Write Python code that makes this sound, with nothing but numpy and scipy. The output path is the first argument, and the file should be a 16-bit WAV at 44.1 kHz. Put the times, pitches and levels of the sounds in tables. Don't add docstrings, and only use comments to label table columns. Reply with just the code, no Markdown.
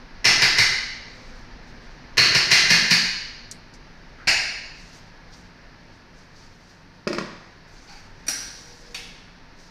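import sys
import numpy as np
from scipy import signal
from scipy.fft import rfft, irfft, next_fast_len
from scipy.io import wavfile
from scipy.ndimage import uniform_filter1d

SR = 44100
rng = np.random.default_rng(int(sys.argv[2]) if len(sys.argv) > 2 else 0)


def transcribe(u):
    v = np.clip(np.atleast_2d(u).T, -1, 1)
    q = np.round(v * 32767).astype(np.int16)
    wavfile.write(sys.argv[1], SR, q)


def ratio_of_db(decibels):
    return 10 ** (np.asarray(decibels, float) / 20)


N = 427769
HALL_SPAN = 2 ** 16

# t/s, peak level/dB, thump level re peak/dB, brightness/(dB/octave), favoured f of the spot struck/Hz
FIRST_KNOCKS = [
    (0.250, -2.5, -17.5, -1.5, 5300),
    (0.418, -5, -16.5, -1, 2050),
    (0.582, -5, -14.5, -0.5, 2050),
]
SECOND_KNOCKS = [
    (2.177, -2, -14, -1.3, 4400),
    (2.346, -7.5, -9.5, -0.86, 5300),
    (2.513, -1, -15, -0.088, 4370),
    (2.702, -3, -10.5, -0.15, 1900),
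    (2.907, -5.5, -8, 0.81, 4550),
]
RIM_TAP = [
    (4.277, -6.5, -18.5, 0.02, 5250),
]
LID_BOUNCES = [
    (7.070, -27, -0.5, -7.5, 350),
    (7.075, -27.5, -19, 3, 5200),
    (7.089, -41, -10.5, 4, 5100),
    (7.106, -30.5, -0.5, -14, 340),
    (7.147, -35, 2.1, 2.1, 5200),
    (7.130, -30, 1.1, 3, 5100),
    (7.184, -26, -32, 1.5, 1060),
    (7.211, -31.5, -25, -2.5, 1050),
]
VALVE_OPENS = [
    (8.267, -35, -30, 0.1, 2200),
    (8.282, -19, -18, 0.1, 6160),
    (8.294, -29, -30, 0.1, 1650),
]
VALVE_SHUTS = [
    (8.945, -27, -22, 0.1, 2420),
]
# f/Hz, level/(dB/Hz)
KNOCK_COLOUR = [(70, -33), (360, -13.5), (540, -19), (800, -16), (1400, -12), (1600, -3.5), (2050, -2),
                (2700, -5), (3500, -13), (4300, -4), (5400, -6), (8000, -24), (9100, -23), (16000, -39)]
TAP_COLOUR = [(150, -48), (300, -18), (500, -16), (800, -9.5), (1200, -15.5), (1600, -3.5), (2100, -0.5),
              (2800, -2), (3400, -16), (4300, -5), (5300, -5.5), (8000, -22), (9200, -22), (16000, -43)]
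LID_COLOUR = [(88, -24), (150, -6.5), (222, -1), (280, -9.5), (354, -6), (759, -15.5), (1040, -14.5),
              (1420, -15.5), (2360, -17.5), (2810, -28.5), (5150, -25.5), (7320, -41), (16000, -68)]
OPENING_COLOUR = [(240, -44), (400, -25.5), (753, -17), (826, -18), (1070, -20), (1580, -10), (2020, -12.5),
                  (2320, -14), (3470, -18), (5780, -4.5), (6540, -23.5), (9470, -12.5), (16000, -34)]
SHUTTING_COLOUR = [(300, -38), (600, -23), (1000, -15), (1600, -6.5), (2400, -6.5), (3300, -3),
                   (5700, -8.5), (8270, -22.5), (9200, -19), (16000, -35)]
# f/Hz, level/dB, t60/s
HANDLE_MODES = [(2046, -1, .2), (2390, -8, .25), (2560, -8, .15), (4195, -7, .85), (4214, -7.5, .8),
                (5500, -1, .05), (6500, -11, .1), (7450, -16, .12), (8900, -15, .1), (9300, -15, .15),
                (14000, -30, .1)]
BASKET_MODES = [(1810, 2, 0.18), (2120, -10, 0.14), (2480, 4, 0.15), (4220, -2.5, .9), (4280, -15, .5),
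                (4320, -4, .35), (4600, -6, 0.98), (5300, -8, .06), (6070, -5, .15), (6600, -9, .15),
                (7250, -12, .18), (9100, -15, .15), (10900, -23, .13), (14000, -26, .12)]
RIM_MODES = [(1852, -6, .08), (2358, -5, .08), (2632, -4, .08), (4300, 0, .08), (4660, -2, .12),
             (5100, -2, .12), (6761, -13, .3), (7330, -14, .12), (9157, -22, .4)]
LID_MODES = [(361, -3, 0.094), (990, -18, .08), (1900, -3, 0.082), (2400, -14, .09), (4700, -18, .07),
             (8450, -26, 0.23)]
ARMATURE_MODES = [(1610, -10, .15), (4780, -10, .15), (5114, -9, .2), (5705, 0, .35), (5780, -5, .3),
                  (5870, -4, .4), (8802, -12, .15), (9400, -13, .2), (9700, -14, .15)]
PLUNGER_MODES = [(759, -16, .45), (2277, -2, .06), (2700, 0, .05), (4527, -5, .1), (5717, -6, .1),
                 (9300, -13, .12), (9370, -15, .2)]
# f/Hz, t60/s
HALL_T60 = [(100, 0.55), (300, 0.67), (700, 0.85), (1800, 0.94), (4800, 1), (8000, .65), (13000, 0.46)]
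# level/dB, rise/s, hold/s, fall/(dB/s)
TWIST_SWELL = (-49.5, 0.04, .08, 140)
# f/Hz, width/Hz, level/dB
SEAT_MODES = [(827, 60, 10), (1500, 330, 8.5), (2200, 450, 11), (4550, 360, 13), (5300, 450, -25),
              (7200, 2000, -21.5), (9000, 300, -29)]
# level/dB, rise/s, hold/s, fall/(dB/s)
PUMP_SWELL = (-60.5, 0.4, 0.5, 502)
WHISTLE_SWELL = (-61, .3, .12, 800)
FAR_PUMP_SWELL = (-58, .06, .15, 300)
# t/s, peak level/dB, length/s, f/Hz
TICKS = [(3.5132, -23, 0.00041, 6200), (3.516, -30.5, .002, 5600), (3.520, -38, .004, 5600),
         (3.525, -34, .0015, 5400), (3.519, -53.5, 0.025, 7400), (3.521, -64, .05, 8500),
         (3.737, -52, 0.026, 5200), (5.338, -49, .002, 5200), (7.897, -47, .003, 4800),
         (4.185, -48.5, 0.089, 1460)]
# t of top/s, level/dB, rise/s, hold/s
RUSTLES = [(1.15, -76, .2, 0.13), (1.39, -78, .1, .02), (1.684, -76, .1, .01), (1.83, -85, .05, .15),
           (4.08, -92, .03, .01), (4.798, -70, .15, .01), (4.93, -67.5, 0.11, 0.016),
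           (5.332, -69, .07, .02), (5.93, -84, .3, .05), (6.188, -72.5, .1, .01),
           (6.368, -74, 0.066, 0.066), (6.55, -81.5, .15, 0.073), (6.694, -74, .04, .005),
           (6.95, -86, .04, .005), (7.42, -85, .05, .06), (7.68, -77, .03, .1), (7.9, -70.5, .2, 0.099),
           (8.2, -82, .1, .05), (9.3, -90, .1, .02), (9.6, -71.5, .08, .05)]
# f/Hz, level/(dB/Hz)
RUSTLE_COLOUR = [(2500, -13), (4500, 3.5), (6000, 3), (7500, -9.5), (10000, -19), (15500, -27)]
AIR_COLOUR = [(150, -19), (250, -1), (400, -3), (620, -4.5), (900, -4.5), (1200, -6.5), (1750, -3),
              (2440, -9), (3400, -16), (4500, -10.5), (5800, -15.5), (6800, -28.5), (8000, -60),
              (16000, -52)]
RUMBLE_COLOUR = [(8.8, -44), (15, 16.5), (54, 5), (70, -14), (97, -1.5), (123, -3), (204, -10), (244, -1),
                 (400, -43), (520, -45), (880, -120)]
# f/Hz, width/Hz, level/dB
HUM_TONES = [(96.8, 7.1, -61), (150, 17.5, -60), (177.2, 4.5, -61.5), (234.6, 16, -67.5), (909, 7, -67),
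             (1685, 14, -69.5)]
# t/s, level/dB
BUSTLE = [(0, -45), (1.1, -43), (2.1, -43.5), (3.6, -48.5), (5.0, -48.5), (7.0, -55.5), (8.2, -48.5),
          (9.7, -54)]


def knocks():
    box = hall(direct_db=-9.5, direct_s=0.01, first_echo_s=0.0063, build_s=0.0014, early_db=2.5, early_s=0.034)
    first = blows(FIRST_KNOCKS, KNOCK_COLOUR, HANDLE_MODES, box, ring_db=-16, near_db=30.5, thump_hz=120,
                  thump_t60=.2, lift_db=4, lead_s=.006, grip_db_per_s=170, thump_rise_s=.018,
                  overtone=.6, overtone_ratio=1.4, slap_db=-10.5, thump_wet_db=-17)
    second = blows(SECOND_KNOCKS, KNOCK_COLOUR, BASKET_MODES, box, ring_db=-17, near_db=29, thump_hz=118,
                   thump_t60=.19, lift_db=4, lead_s=.006, grip_db_per_s=5, thump_climb=.11, thump_rise_s=.016,
                   overtone=.55, overtone_ratio=1.33, slap_db=-10.5, thump_wet_db=-13)
    return first + second


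def rim_tap():
    ledge = hall(direct_db=-5, direct_s=.011, first_echo_s=0.0039, build_s=0.002, early_db=2.5, early_s=0.014)
    return blows(RIM_TAP, TAP_COLOUR, RIM_MODES, ledge, ring_db=-10, near_db=30.5, thump_hz=129,
                 thump_t60=.03, lift_db=3, lead_s=.005)


def lid_drop():
    bar = hall(direct_db=17, direct_s=0.0029, first_echo_s=0.0023, build_s=0.0028, early_db=5.5, early_s=0.026)
    return blows(LID_BOUNCES, LID_COLOUR, LID_MODES, bar, ring_db=-18, near_db=38.5, thump_hz=350,
                 thump_t60=.052, lift_db=4, grip_db_per_s=500)


def valves():
    group = hall(direct_db=7, direct_s=0.0029, first_echo_s=0.00082, build_s=0.0017, early_db=7, early_s=0.012)
    opening = blows(VALVE_OPENS, OPENING_COLOUR, ARMATURE_MODES, group, ring_db=-10, near_db=32,
                    thump_hz=280, thump_t60=.07, lift_db=6)
    shutting = blows(VALVE_SHUTS, SHUTTING_COLOUR, PLUNGER_MODES, group, ring_db=-10.5, near_db=35,
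                     thump_hz=149, thump_t60=.071, lift_db=4)
    return opening + shutting


def twist():
    clicks_per_s = 1500
    size = ratio_of_db(3.0 * np.minimum(rng.exponential(1, N), 4))
    grit = (rng.random(N) < clicks_per_s / SR) * size * rng.choice([-1, 1], N)
    grit = grit + 1.6 * rng.standard_normal(N)
    seat = sum(ratio_of_db(db) * resonance(resonance(grit, hz, 3 * width), hz, width) for hz, width, db in SEAT_MODES)
    return swell(7.89, *TWIST_SWELL) * rms_one(seat)


def pumps():
    white = rng.standard_normal(N)
    pump_hz, whistle_hz, far_pump_hz = 480, 5100, 510
    pump = np.sqrt(2) * np.sin(2 * np.pi * pump_hz * np.arange(N) / SR) * ratio_of_db(2.5 * drift(11))
    whistle = resonance(white, whistle_hz, 30)
    far_pump = resonance(white, far_pump_hz, 4)
    out = swell(8.57, *PUMP_SWELL) * pump
    out += swell(8.8, *WHISTLE_SWELL) * whistle
    return out + swell(1.17, *FAR_PUMP_SWELL) * far_pump


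def rustle_and_flush():
    fall_db_per_s, flush_s, flush_end_s, sag_db_per_s = 122, 8.4, 8.94, 26
    flush_db, spray_db, spray_hz = -61.5, -63, 7500
    gain = sum(swell(*move, fall_db_per_s) for move in RUSTLES)
    flow = swell(flush_s, 0, .15, 0, sag_db_per_s) * swell(0, 0, 1, flush_end_s, fall_db_per_s)
    hiss = ratio_of_db(16.0) * patchy_noise(RUSTLE_COLOUR, patchy_db=2.5, rate=14)
    spray = resonance(rng.standard_normal(N), spray_hz, 6000)
    return (gain + ratio_of_db(flush_db) * flow) * hiss + ratio_of_db(spray_db) * flow * spray


def ticks():
    out, t = np.zeros(N), np.arange(4096) / SR
    bursts = rng.standard_normal((len(TICKS), t.size))
    for (s, db, length_s, hz), burst in zip(TICKS, bursts):
        burst = resonance(resonance(burst, hz, .5 * hz), hz, .5 * hz)
        at = round(s * SR)
        out[at:at + t.size] += ratio_of_db(db) * burst * np.exp(-(t / length_s) ** 2)
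    return out


def fridge_hum():
    white = rng.standard_normal(N)
    return sum(ratio_of_db(db) * resonance(white, hz, width) for hz, width, db in HUM_TONES)


def air_and_rumble():
    rumble_db, = in_time(BUSTLE)
    air_db = -51.5 + 0.43 * (rumble_db - rumble_db.mean())
    air = ratio_of_db(air_db) * patchy_noise(AIR_COLOUR, patchy_db=.4, rate=6)
    return air + ratio_of_db(rumble_db) * patchy_noise(RUMBLE_COLOUR, patchy_db=0.0, rate=7.4)


def blows(events, colour, modes, room, ring_db, near_db, thump_hz, thump_t60, lift_db, lead_s=0,
          grip_db_per_s=0, thump_climb=0, thump_rise_s=0.00043, overtone=.44, overtone_ratio=1.68,
          slap_db=-60, thump_wet_db=0):
    size = 2 * HALL_SPAN
    out, t = np.zeros(N + size), np.arange(HALL_SPAN) / SR
    hz = np.arange(HALL_SPAN + 1) * SR / size + 1e-9
    mode_hz, mode_db, mode_t60 = np.array(modes).T[:, :, None]
    mode_shapes = ratio_of_db(mode_db - 60 * t / mode_t60) * np.sin(2 * np.pi * mode_hz * t)
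    lucks = rng.standard_normal((len(events), len(modes) + 1))
    chatters = rng.standard_normal((len(events), 2048)) * np.exp(-t[:2048] / .004)
    soft = 1 - np.exp(-t / 0.0018)
    slap = 1 + ratio_of_db(slap_db) * np.exp(-2j * np.pi * hz * .113)
    thump_path = ratio_of_db(thump_wet_db) * room + ratio_of_db(near_db) * slap
    for k, ((s, db, thump_db, bright_db, spot_hz), luck, chatter) in enumerate(zip(events, lucks, chatters)):
        tilt_db = bright_db * np.clip(np.log2(hz / 3000), -2, 2)
        crack = 1 + .4 * rfft(chatter / np.sqrt(np.sum(chatter ** 2)), size)
        crack = crack * causal(at_hz(colour, hz) + tilt_db)
        crack /= np.sqrt(np.mean(np.abs(crack) ** 2))

        gripped = k < len(events) - 1
        ring = ratio_of_db(1.53 * luck[1:]) @ mode_shapes * ratio_of_db(-grip_db_per_s * t * gripped)
        body = rfft(ratio_of_db(ring_db) * soft * ring / np.sqrt(np.sum(ring ** 2)), size)

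        turn = 2 * np.pi * thump_hz * (1 + 0.053 * luck[0] + thump_climb * k) * t
        thump = np.sin(turn) + overtone * np.sin(overtone_ratio * turn) + 0.32 * np.sin(0.72 * turn)
        thump *= ratio_of_db(-60 * t / thump_t60) * (1 - np.exp(-(t / thump_rise_s) ** 2))
        low = rfft(ratio_of_db(thump_db) * soft * thump / np.sqrt(np.sum(thump ** 2)), size)

        spot = causal(lift_db * np.exp(-(np.log2(hz / spot_hz) / 0.16) ** 2))
        heard = irfft((crack * room + body * (room + ratio_of_db(near_db)) + low * thump_path) * spot)
        at = round((s - lead_s) * SR)
        out[at:at + size] += ratio_of_db(db - 10) * heard
    return out[:N]


def hall(direct_db, direct_s, first_echo_s, build_s, early_db, early_s):
    t, hz = np.arange(HALL_SPAN) / SR, np.arange(HALL_SPAN // 2 + 1) * SR / HALL_SPAN
    white, tail = rfft(rng.standard_normal(HALL_SPAN)), 0
    for centre in np.arange(5, 15, .5):
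        share = np.cos(np.pi * np.clip(np.log2(hz + 1e-9) - centre, -.5, .5)) ** 2
        tail = tail + irfft(white * share) * ratio_of_db(-60 * t / at_hz(HALL_T60, 2 ** centre))
    build = 1 - np.exp(-np.maximum(t - first_echo_s, 0) / build_s)
    echoes = build * ratio_of_db(early_db * np.exp(-t / early_s))
    direct = ratio_of_db(direct_db) * np.exp(-t / direct_s)
    return rfft(tail * (echoes + direct), 2 * HALL_SPAN)


def swell(s, db, rise_s, hold_s, fall_db_per_s):
    t = np.arange(N) / SR - s
    below_db = np.maximum(-30 * t / rise_s, fall_db_per_s * (t - hold_s))
    return ratio_of_db(db - np.maximum(below_db, 0))


def patchy_noise(colour, patchy_db, rate):
    size = next_fast_len(N)
    hz = np.arange(size // 2 + 1) * SR / size
    white = rfft(rng.standard_normal(size)) * ratio_of_db(at_hz(colour, hz))
    octave, out = np.log2(hz + 1e-9), 0
    for centre in range(3, 15):
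        share = np.cos(np.pi / 2 * np.clip(octave - centre, -1, 1)) ** 2
        out = out + irfft(white * share, size)[:N] * ratio_of_db(patchy_db * drift(rate))
    return rms_one(out)


def resonance(x, hz, width_hz):
    r = np.exp(-np.pi * width_hz / SR)
    return rms_one(signal.lfilter([1, 0, -1], [1, -2 * r * np.cos(2 * np.pi * hz / SR), r * r], x))


def drift(rate):
    r = np.exp(-80 * np.pi * rate / SR)
    white = rng.standard_normal(N // 40 + 2002)
    slow = signal.lfilter([1], [1, -2 * r, r * r], white)[2000:]
    return np.interp(np.arange(N) / 40, np.arange(len(slow)), rms_one(slow))


def causal(db):
    fold = irfft(db * np.log(10) / 20)
    half = len(fold) // 2
    fold[1:half] *= 2
    fold[half + 1:] = 0
    return np.exp(rfft(fold))


def at_hz(points, hz):
    point_hz, value = np.array(points).T
    return np.interp(np.log(hz + 1e-9), np.log(point_hz), value)


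def in_time(rows):
    s, *columns = np.transpose(rows)
    return [np.interp(np.arange(N) / SR, s, c) for c in columns]


def rms_one(x):
    return x / np.sqrt(np.mean(x ** 2) + 1e-20)


def scene():
    struck = knocks() + rim_tap() + lid_drop() + valves()
    moved = twist() + pumps() + rustle_and_flush() + ticks()
    return np.tile(struck + moved + fridge_hum() + air_and_rumble(), (2, 1))


def roll_off(x):
    return signal.sosfilt(signal.butter(12, 16820, fs=SR, output="sos"), x)


def record(dry):
    threshold_db, release_db_per_s, cutoff_hz = -13.5, 90, 16250
    level_db = 10 * np.log10(uniform_filter1d(dry[0] ** 2, size=220) + 1e-12)
    release_db = release_db_per_s * np.arange(N) / SR
    held_db = np.maximum.accumulate(level_db + release_db) - release_db
    cut_db = signal.lfilter([.02], [1, -.98], -.7 * np.maximum(held_db - threshold_db, 0))
    rounded = 0.9 * np.tanh(dry * ratio_of_db(cut_db) / 0.81)
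    low_pass = signal.cheby2(14, 60, cutoff_hz, fs=SR, output="sos")
    mix = signal.sosfilt(low_pass, rounded)
    return roll_off(mix)


dry = scene()
out = record(dry)
transcribe(out)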